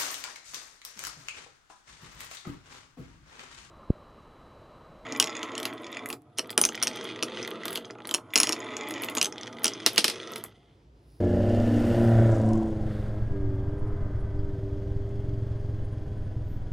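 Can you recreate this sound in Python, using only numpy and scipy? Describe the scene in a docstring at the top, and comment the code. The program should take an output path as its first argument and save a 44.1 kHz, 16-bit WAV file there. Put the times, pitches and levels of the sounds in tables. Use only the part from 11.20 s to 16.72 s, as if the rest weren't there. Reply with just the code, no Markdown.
"""Motorcycle ride past an off-road car

A single-cylinder motorcycle thumps slowly along a village road, heard from the rider's helmet.
A four-cylinder off-road car passes close by, with tyre hiss and grit, then drones away behind.
A second car hums faintly, air buffets the helmet, and stones tick and a brake chirps now and then.
Engines are sine waves and pulses that follow the engine speed; air, gas and tyres are shaped noise.
"""
import sys
import numpy as np
from scipy import signal
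from scipy.fft import rfft, irfft, next_fast_len
from scipy.io import wavfile
from scipy.ndimage import uniform_filter1d, map_coordinates

SR = 44100
rng = np.random.default_rng(int(sys.argv[2]) if len(sys.argv) > 2 else 0)


def unload_wav(signal):
    """Save mono or channel-first audio to the path in sys.argv[1] as 16-bit WAV at rate SR, clipped to [-1, 1]."""
    wavfile.write(
        sys.argv[1],
        SR,
        np.round(np.clip(np.atleast_2d(signal).T, -1, 1) * 32767).astype(np.int16),
    )


N = 243564  # samples

# Every "swell" has the columns: hold_from_s, hold_until_s, level_db, rise_db_per_s, fall_db_per_s

# motorcycle engine speed: time_s, firings_per_s
BIKE_SPEED = [(0, 20.84), (.78, 20.84), (1.7, 21.8), (2.1, 22.15), (2.3, 21.77), (2.7, 21.23), (3.1, 20.64),
              (3.5, 21.11), (3.8, 21.32), (4.1, 22.21), (4.45, 22.03), (4.8, 20.75), (5.15, 20.22),
              (5.52, 19.59)]
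# the rider looks aside and back: time_s, head_turn (0-1)
HEAD_TURN = [(1.5, 0), (2, 0.79), (3.1, 0.87), (3.4, 0.02)]
# the rider rolls off the throttle: time_s, closed (0-1)
THROTTLE_CLOSED = [(4.35, 0), (4.65, 0.6)]
# level of each motorcycle part: level_db at cruise, db_per_extra_firing_per_s, db_added_by_head_turn
THUMP_LAW = (-33.5, 0.079, -0.57)
CASE_LAW = (-41.5, 0.68, 2.1)
VALVE_LAW = (-68, 0.55, -2.3)
CRUISE_RATE = 21  # firings per s
# colour of the engine case noise: pitch_hz, level_db
CASE_COLOUR = [(40, -22.5), (80, 2), (140, 5), (200, -11), (300, -3.5), (450, -13), (620, -17.5),
               (800, -22.5), (1150, -28), (1600, -27.5), (2100, -33), (2500, -40), (4000, -61.5)]
# colour of the valve clatter: pitch_hz, level_db
VALVE_COLOUR = [(1600, -23.5), (2400, -5), (2900, -1), (3330, 2.5), (3750, -5), (5050, -3), (5550, -9),
                (6500, -7.5), (7600, -14.5), (9300, -15), (11500, -19.5), (15000, -28.5)]
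# gear whine: multiple_of_firing_rate, level_db, db_added_by_head_turn, db_added_by_closed_throttle
GEARS = [(24.67, -65, -1, 4.5), (37.95, -71.5, 1, 5), (49.33, -73, 1, 5), (74, -74.5, 11, 1),
         (84.4, -82.5, -1, 8), (96.3, -80, 4, 0)]

# off-road car engine speed with its Doppler fall: time_s, firings_per_s
CAR_SPEED = [(0, 118.6), (.57, 118.7), (.8, 116), (1.04, 114.4), (1.2, 111), (1.47, 110), (1.83, 103.8),
             (2, 105), (2.14, 99), (2.36, 95.6), (2.52, 99.6), (2.72, 102), (2.92, 97.6), (3.2, 99.3),
             (3.42, 97.8), (4, 100), (4.25, 98.3), (4.45, 101.4), (5.52, 102)]
HARD_FIRING_S = .95  # the strongest cylinder fires at this time
ABREAST_S, GAP_M, CLOSING_M_PER_S = 0.81, 0.97, 5.6  # the tailpipe goes by
# exhaust note of the pass: multiple_of_firing_rate, then the swell columns
PASS_NOTE = [(1, .93, 1.05, -18.2, 60, 42), (2, .45, 1.28, -24.5, 20, 36), (3, 0, 1.37, -29.3, 0, 32)]
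# reflections cancel a harmonic: multiple_of_firing_rate, time_s, depth_db, length_s
NULLS = [(2, .75, 17, .018), (2, .94, 4, .025), (2, 1.15, 14, .045), (2, 1.55, 5, .025), (3, .5, 15, .1),
         (3, 1.23, 8, .035), (3, 2.79, 10, .03), (3, 2.95, 9, .025), (4, 1.95, 11, .07), (4, 2.93, 6, .06)]
# lope of the engine: multiple_of_cycle_rate, level_db; then its swell
LOPE = [(7, -18), (10, 0), (11, -6.5), (13, -4), (14, -11.5), (15, -4)]
LOPE_SWELL = (0, 1.3, -45, 0, 30)
# unequal cylinders: share_of_cycle, level_db
CYLINDERS = [(0, 0), (.235, -2), (.48, -3), (.77, -4)]
# each tailpipe resonance is loudest from its own angle: pitch_hz, width_hz, then the swell columns
TAILPIPE = [(541, 88, 0.94, 1.15, -41.5, 2, 27), (669, 68, 1.1, 0.96, -42, 9, 30.5),
            (790, 64, 0.92, 1.27, -48.5, 26, 28.5), (709, 42, 1.276, 1.25, -41, 78.5, 42.5),
            (979, 79, 1.1, 1.33, -49.5, 12, 61)]
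PIPE_NOISE = .5  # turbulent gas beside the pulses
# throb of the strongest cylinder: multiple_of_cycle_rate, level_db
THROB = [(18, -13), (19, -3.5), (20, 2)]
# overall throb level: time_s, level_db
THROB_LEVEL = [(0, -41), (.2, -35.5), (.35, -37.5), (.45, -42), (.6, -44), (.7, -37.5), (.85, -40.5),
               (1, -38), (1.15, -38.5), (1.33, -43), (1.4, -53), (1.52, -46.5), (1.85, -54), (2.2, -85)]
THROB_AT = .14  # share of the cycle at which it crests
# harmonics beside the throb that ring freely: multiple_of_cycle_rate, level_db
OVERTONES = [(16, -6), (18, -10), (22, -12), (23, -8.5), (24, -18), (27, -16)]
# the throb hardens to a crack: multiple_of_cycle_rate, level_db; then its swell
CRACK = [(20, -9), (21, -11), (22, -10), (23, 0), (24, -9), (25, -13), (26, -13), (27, -9)]
CRACK_SWELL = (.96, 1.13, -37.8, 110, 75)
# colours of the rasp, tyre hiss, grit and roar: pitch_hz, level_db
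RASP_COLOUR = [(700, -31), (1100, -1.5), (1400, 3.5), (1750, -0.5), (2100, -2), (2450, -12.5),
               (2850, -20.5), (3500, -10), (4200, -22), (6000, -56.5)]
TYRE_COLOUR = [(1500, -15.5), (2800, 2.5), (3800, -5.5), (4800, -3), (5800, -7), (7000, -8), (9000, -17),
               (13000, -24)]
GRIT_COLOUR = [(5000, -16), (8500, -1), (10000, -4), (12500, -7.5), (15000, -9)]
ROAR_COLOUR = [(60, -20), (160, -8.5), (300, -3), (600, 0), (850, -11), (1300, -47), (2500, -75)]
# swells of the car's noises: the swell columns
RASP_SWELL = (.76, 1.05, -46.5, 11, 33)
TYRE_SWELL = (.55, .83, -52.5, 15, 22)
GRIT_SWELL = (.68, .84, -58.8, 22, 29)
ROAR_SWELL = (.45, .88, -35.3, 8, 19)
WHIRR_SWELL = (.3, .7, -57, 36, 26)
GROWL_SWELL = (2.7, 2.95, -58.5, 14, 30)
# a second, softer swish behind the car: the swell columns
SWISH_SWELL = (1.71, 1.78, -67, 110, 42)
SWISH_RASP_DB, SWISH_GRIT_DB, SWISH_MID_DB = 11, -3.5, 0  # relative to the swish's tyre hiss
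# two bright bands of the rasp sink as the car leaves: time_s, pitch_hz, level_db
LOW_HOWL = [(.3, 1450, -68), (.6, 1420, -55), (1, 1480, -50), (1.13, 1350, -47.5), (1.21, 1130, -56),
            (1.3, 1010, -48.5), (1.42, 970, -49), (1.56, 940, -62), (2, 900, -90)]
HIGH_HOWL = [(0, 1700, -56), (.45, 1780, -54), (.85, 1800, -54), (1.04, 1850, -53), (1.13, 1620, -52),
             (1.25, 1560, -57), (1.45, 1300, -63), (1.9, 1200, -90)]
HOWL_WIDTH_HZ, WHIRR_WIDTH_HZ = 70, 160
# the car pulls away under load: time_s, effort_db
PULL = [(1.75, -53.5), (1.98, -39.5), (2.06, -56), (2.15, -39.5), (2.65, -44.5), (3, -46.5), (3.5, -42),
        (4.22, -46), (4.45, -52), (4.8, -52.5), (5.5, -64.5)]
PULL_FROM_S = 2.15  # distance losses count from the car's place at this time
# low harmonics: multiple_of_firing_rate, db_over_effort, loss_db_per_doubling_of_distance, flutter_db
PULL_NOTE = [(2, -7, 5, 2.5), (3, 1.5, 4, 2), (4, .7, 0, .8), (5, -16, -2, 3)]
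# upper harmonics: multiple_of_firing_rate, level_db
DRONE = [(6, 2), (6.25, -4.5), (6.5, -6), (6.75, -6.5), (7, -11.5), (8, -10.5), (9, -13.5), (9.5, -14.5),
         (10, -12.5), (12, -17.5), (12.5, -18), (12.75, -18)]
DRONE_DB, DRONE_FOLLOWS = -40.5, 0.4  # base level; dB per dB of effort
# tilt of the upper harmonics: time_s, db_per_octave
DRONE_TILT = [(2.35, 5), (2.85, 8), (3.6, -6.5), (5.5, -12)]

# second car: time_s, firings_per_s, level_db
SECOND_CAR = [(0, 98, -29), (.12, 91, -32), (.28, 102, -30.5), (.56, 108.6, -33.5), (.72, 97, -35),
              (1.2, 99, -40.5), (1.7, 101, -52)]
# its harmonics 1 to 4: level_db
SECOND_CAR_HARMONICS = [2.5, -3.0, -5.0, -14.0]

# larger stones tick under the tyres: time_s, level_db
STONES = [(1.12, -54), (1.148, -55), (1.158, -57), (1.168, -62), (1.215, -59), (1.262, -62), (1.299, -61),
          (1.379, -59), (1.477, -71), (3.894, -70)]
STONE_HZ, STONE_WIDTH_HZ, STONE_S = 6800, 1000, 0.004
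# the tread flings up small stones: the swell columns
SPRAY_SWELL = (1.08, 1.28, -62.5, 45, 38)
# brake chirps, before a shared delay and cut: time_s, level_db
CHIRPS = [(2.35, -70), (2.515, -76), (2.591, -66), (2.675, -68), (3.005, -66), (4.65, -65), (4.727, -66),
          (4.89, -74), (4.98, -71), (5.05, -72)]
CHIRP_HZ, CHIRP_SCATTER_HZ, CHIRP_S = 9170, 50, 0.0087
# a clink and a thin puff of hiss: time_s, level_db, pitch_hz, width_hz, length_s
CLINK = (3.192, -60.5, 4680, 220, .003)
HISS = (5.32, -71.5, 13700, 978, .036)

# colour of the wind: pitch_hz, level_db
WIND_COLOUR = [(4, -1), (12, 10), (25, 0), (45, -2.5), (100, -6), (200, -31), (500, -67.5), (2000, -120)]
WIND_DB, WIND_TURNED_DB = -35, 5.5  # facing ahead; added by a full head turn
TOP_HZ = 15300


def motorcycle():
    """Exhaust thumps, case noise, valve clatter and gear whine all follow one turning shaft."""
    rate, = curves(BIKE_SPEED)
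    turned, = curves(HEAD_TURN)
    turns = np.cumsum(rate) / SR

    def level(db, per_rate, aside):
        """Gain that depends on engine speed and on the way the head faces."""
        return amp(db + per_rate * (rate - CRUISE_RATE) + aside * turned)

    exhaust = level(*THUMP_LAW) * thumps(turns, push_hz=81.8, push_s=0.004, ring_hz=109.4,
                                         ring_t60=0.21, ring_share=0.48, scatter_db=1.5)
    case_pulse = 1 + 0.31 * gate(turns, at=0.082, sharp=0.8)
    case = level(*CASE_LAW) * unit(noise(CASE_COLOUR) * case_pulse)
    # three taps per firing cycle
    taps = gate(turns, at=0.15, sharp=11)
    taps = taps + 0.7 * gate(turns, at=0.31, sharp=40) + 0.7 * gate(turns, at=0.94, sharp=90)
    clatter = 1 + 0.45 * taps * amp(2.5 * wobble(37))
    valves = level(*VALVE_LAW) * unit(noise(VALVE_COLOUR) * clatter)
    return exhaust + case + valves + gear_whine(turns, turned)


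def thumps(turns, push_hz, push_s, ring_hz, ring_t60, ring_share, scatter_db):
    """Each firing is one pressure push, after which the silencer rings."""
    t = np.arange(-SR // 5, SR // 5 + 1) / SR
    push = np.cos(2 * np.pi * push_hz * t) * np.exp(-np.abs(t) / push_s)
    after = np.maximum(t, 0)
    ring_envelope = amp(-60 * after / ring_t60) * (1 - np.exp(-after / 0.003))
    ring = np.cos(2 * np.pi * ring_hz * t) * ring_envelope
    shape = uniform_filter1d(push + ring_share * ring, size=80)  # softens the edges
    return unit(signal.fftconvolve(firings(turns, scatter_db), shape, "same"))


def gear_whine(turns, turned):
    """Tones at fixed multiples of the firing rate change with the head turn and the throttle."""
    closed, = curves(THROTTLE_CLOSED)
    return sum(amp(db + aside * turned + overrun * closed) * partial(turns, order, flutter_db=1.8, drift=.06)
               for order, db, aside, overrun in GEARS)


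def offroad_car():
    """One crankshaft drives the exhaust note, the close bark and the distant drone."""
    turns = np.cumsum(curves(CAR_SPEED)[0]) / SR
    turns = turns - turns[round(HARD_FIRING_S * SR)]  # counted from a firing of the strongest cylinder
    return car_exhaust(turns) + car_pass(turns) + car_drone(turns)


def car_exhaust(turns):
    """Firing harmonics swell, break up and fade; the lowest booms only beside the tailpipe."""
    return sum(swell(*shape) * nulls(order) * partial(turns, order, flutter_db=1.2, drift=0.03)
               * amp(.8 * wobble(110))
               for order, *shape in PASS_NOTE)


def car_pass(turns):
    """Close by, the tailpipe barks and rasps and the tyres roar and hiss."""
    cycle = turns / 4  # four firings make one full engine cycle
    swish = swell(*SWISH_SWELL)
    lope = swell(*LOPE_SWELL) * sum(amp(db) * partial(cycle, order, flutter_db=7.0, drift=0.077)
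                                    for order, db in LOPE)
    puffs = (1 + 0.67 * gate(turns, at=0.42, sharp=3.5)) * (1 + 0.21 * gate(cycle, at=0.1, sharp=1.0))
    rasp = (swell(*RASP_SWELL) + amp(SWISH_RASP_DB) * swish) * unit(noise(RASP_COLOUR) * puffs)
    tyres = np.hypot(swell(*TYRE_SWELL), swish) * unit(noise(TYRE_COLOUR) * amp(2.0 * wobble(350)))
    crunch = unit(noise(GRIT_COLOUR) * amp(2.2 * wobble(500)))  # the tread crunches in tiny spurts
    grit = np.hypot(swell(*GRIT_SWELL), amp(SWISH_GRIT_DB) * swish) * crunch
    roar = swell(*ROAR_SWELL) * unit(noise(ROAR_COLOUR) * puffs)
    whirr_noise = band(centre_hz=2870, width_hz=WHIRR_WIDTH_HZ) + 0.28 * band(centre_hz=4800, width_hz=370)
    whirr = swell(*WHIRR_SWELL) * whirr_noise
    hush = amp(SWISH_MID_DB) * swish * band(centre_hz=3850, width_hz=720)
    engine = lope + bark(cycle) + rasp + howl(LOW_HOWL) + howl(HIGH_HOWL)
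    return engine + tyres + grit + roar + whirr + hush


def bark(cycle):
    """Uneven pulses and turbulent gas ring the tailpipe; the strongest cylinder throbs and cracks."""
    pulses = sum(amp(db) * firings(cycle - at, scatter_db=3) for at, db in CYLINDERS)
    gas = unit(pulses) + PIPE_NOISE * rng.standard_normal(N)

    def ring(hz, width):
        """The gas through one resonance, applied twice."""
        return unit(filtered(gas, lambda f: (1j * f * width / (hz * hz - f * f + 1j * f * width)) ** 2))

    pipe = 0
    for k, (hz, width, *shape) in enumerate(TAILPIPE):
        shimmer = amp(2.2 * wobble(70))  # turbulence in the pipe
        pipe = pipe + (-1) ** k * swell(*shape) * shimmer * ring(hz, width)
    return pipe + throb(cycle)


def throb(cycle):
    """Neighbouring harmonics crest together once a cycle: a soft throb, or a crack when close."""
    turns = cycle - THROB_AT
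    offset = rng.random() + .04 * wobble(14)

    def burst(harmonics):
        """Harmonics that share one phase, so that their crests meet."""
        return np.sqrt(2) * sum(amp(db + wobble(25)) * np.cos(2 * np.pi * (order * turns + offset))
                                for order, db in harmonics)

    free = sum(amp(db) * partial(cycle, order, flutter_db=2.5, drift=.1) for order, db in OVERTONES)
    return amp(curves(THROB_LEVEL)[0]) * (burst(THROB) + free) + swell(*CRACK_SWELL) * burst(CRACK)


def howl(path):
    """A narrow band of noise glides in pitch along its path."""
    hz, db = curves(path)
    angle = 2 * np.pi * np.cumsum(hz) / SR
    # slow noise carried by a tone makes a narrow band around that tone
    carried = band(0, HOWL_WIDTH_HZ) * np.cos(angle) + band(0, HOWL_WIDTH_HZ) * np.sin(angle)
    return amp(db) * unit(carried)


def car_drone(turns):
    """One effort drives low and upper harmonics; distance weighs on the low, a tilt on the upper."""
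    pull_db, = curves(PULL)
    relative_distance = distance(np.arange(N) / SR) / distance(PULL_FROM_S)
    doublings = np.maximum(np.log2(relative_distance), 0)
    note = sum(amp(pull_db + db - loss * doublings) * nulls(order)
               * partial(turns, order, flutter_db, drift=0.033)
               for order, db, loss, flutter_db in PULL_NOTE)
    tilt_db, = curves(DRONE_TILT)
    upper_db = DRONE_DB + DRONE_FOLLOWS * pull_db
    upper = sum(amp(upper_db + db + tilt_db * np.log2(order / DRONE[0][0]))
                * partial(turns, order, flutter_db=2.5, drift=.07)
                for order, db in DRONE)
    growl = unit(band(centre_hz=1110, width_hz=400) * (1 + gate(turns, at=0.49, sharp=1.4)))
    return note + upper + swell(*GROWL_SWELL) * growl


def distance(t):
    """The car's tailpipe from the rider, in units of the closest gap."""
    return np.hypot(1, CLOSING_M_PER_S * (t - ABREAST_S) / GAP_M)


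def nulls(order):
    """The gain of one harmonic as reflections briefly cancel it."""
    return amp(-sum(depth * blip(s, length) for k, s, depth, length in NULLS if k == order))


def second_car():
    """Four harmonics of a lower engine note beat against the first car's."""
    rate, db = curves(SECOND_CAR)
    turns = np.cumsum(rate) / SR
    return sum(amp(db + harmonic_db) * partial(turns, order, flutter_db=1.5, drift=0.029)
               for order, harmonic_db in enumerate(SECOND_CAR_HARMONICS, start=1))


def stones():
    """Stones tick and spray as short or swelling bursts of crackly high noise."""
    ticks = band(STONE_HZ, STONE_WIDTH_HZ) * sum(amp(db) * blip(s, STONE_S) for s, db in STONES)
    spray_noise = unit(band(centre_hz=7000, width_hz=1500) * amp(5 * wobble(420)))
    return crackle() * ticks + swell(*SPRAY_SWELL) * spray_noise


def brake_chirps():
    """Each chirp is a brief, thin tone with a slightly shaky pitch."""
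    t = np.arange(N) / SR
    flutter = .2 * wobble(250)
    pitches = CHIRP_HZ + CHIRP_SCATTER_HZ * rng.standard_normal(len(CHIRPS))
    return sum(amp(db - 4.5) * blip(s + .004, CHIRP_S) * np.sin(2 * np.pi * (hz * t + flutter))
               for (s, db), hz in zip(CHIRPS, pitches))


def clink_and_hiss():
    """A lone clink and a puff of hiss are brief, crackly bands of noise."""
    return crackle() * sum(amp(db) * blip(s, length) * band(hz, width)
                           for s, db, hz, width, length in (CLINK, HISS))


def wind():
    """Slow air buffets the helmet, harder when it is turned across the flow."""
    turned, = curves(HEAD_TURN)
    gusts = unit(noise(WIND_COLOUR) * amp(0.94 * wobble(9.6)))
    return amp(WIND_DB + WIND_TURNED_DB * turned) * gusts


def firings(turns, scatter_db):
    """One impulse a turn, each of slightly different strength."""
    at = np.flatnonzero(np.diff(np.floor(turns)) > 0)
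    return np.bincount(at, amp(scatter_db * rng.standard_normal(len(at))), N)


def partial(turns, order, flutter_db, drift):
    """One engine harmonic, unsteady in level and phase."""
    phase = order * turns + rng.random() + drift * wobble(14)
    return np.sqrt(2) * amp(flutter_db * wobble(11)) * np.sin(2 * np.pi * phase)


def gate(turns, at, sharp):
    """A bump once a turn, at a given share of it."""
    return np.exp(sharp * (np.cos(2 * np.pi * (turns - at)) - 1))


def crackle():
    """A fast, uneven gain of rms 1."""
    return unit(amp(3.5 * wobble(450)))


def swell(start, end, db, rise, fall):
    """A gain that rises, holds from start to end and fades, in dB per s."""
    t = np.arange(N) / SR
    return amp(db - abs(rise) * np.maximum(start - t, 0) - abs(fall) * np.maximum(t - end, 0))


def blip(s, length):
    """A brief bell-shaped envelope."""
    return np.exp(-((np.arange(N) / SR - s) / length) ** 2 / 2)


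def noise(colour):
    """Noise of rms 1 whose loudness at each pitch follows the colour."""
    f, db = np.transpose(colour)
    return unit(filtered(rng.standard_normal(N), lambda hz: amp(np.interp(np.log(hz + 1), np.log(f), db))))


def band(centre_hz, width_hz):
    """A bell-shaped band of noise of rms 1."""
    return unit(filtered(rng.standard_normal(N), lambda hz: np.exp(-((hz - centre_hz) / (2 * width_hz)) ** 2)))


def filtered(x, response):
    """Scale each frequency of x by a response."""
    m = next_fast_len(N + SR // 2)
    return irfft(rfft(x, m) * response(np.fft.rfftfreq(m, 1 / SR)), m)[..., :N]


def wobble(rate):
    """A smooth random curve with so many random points a second."""
    points = rng.standard_normal(int(N * rate / SR) + 4)
    return map_coordinates(points, [np.arange(N) * rate / SR])


def curves(rows):
    """One value per sample for each column after the time."""
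    s, *cols = np.transpose(rows)
    return [np.interp(np.arange(N) / SR, s, c) for c in cols]


def amp(db):
    """Decibels to gain."""
    return 10 ** (np.asarray(db) / 20)


def unit(x):
    """Scale to rms 1."""
    return x / np.sqrt(np.mean(x ** 2) + 1e-20)


def scene():
    """All sources add up to one signal that feeds both channels."""
    vehicles = motorcycle() + offroad_car() + second_car()
    mono = vehicles + stones() + brake_chirps() + clink_and_hiss() + wind()
    return np.array([mono, mono])


def record(dry):
    """Nothing passes above the band limit; the sound starts and ends softly."""
    edges = signal.windows.tukey(N, .002)
    return filtered(dry * edges, lambda hz: hz < TOP_HZ)


dry = scene()
out = record(dry)
unload_wav(out)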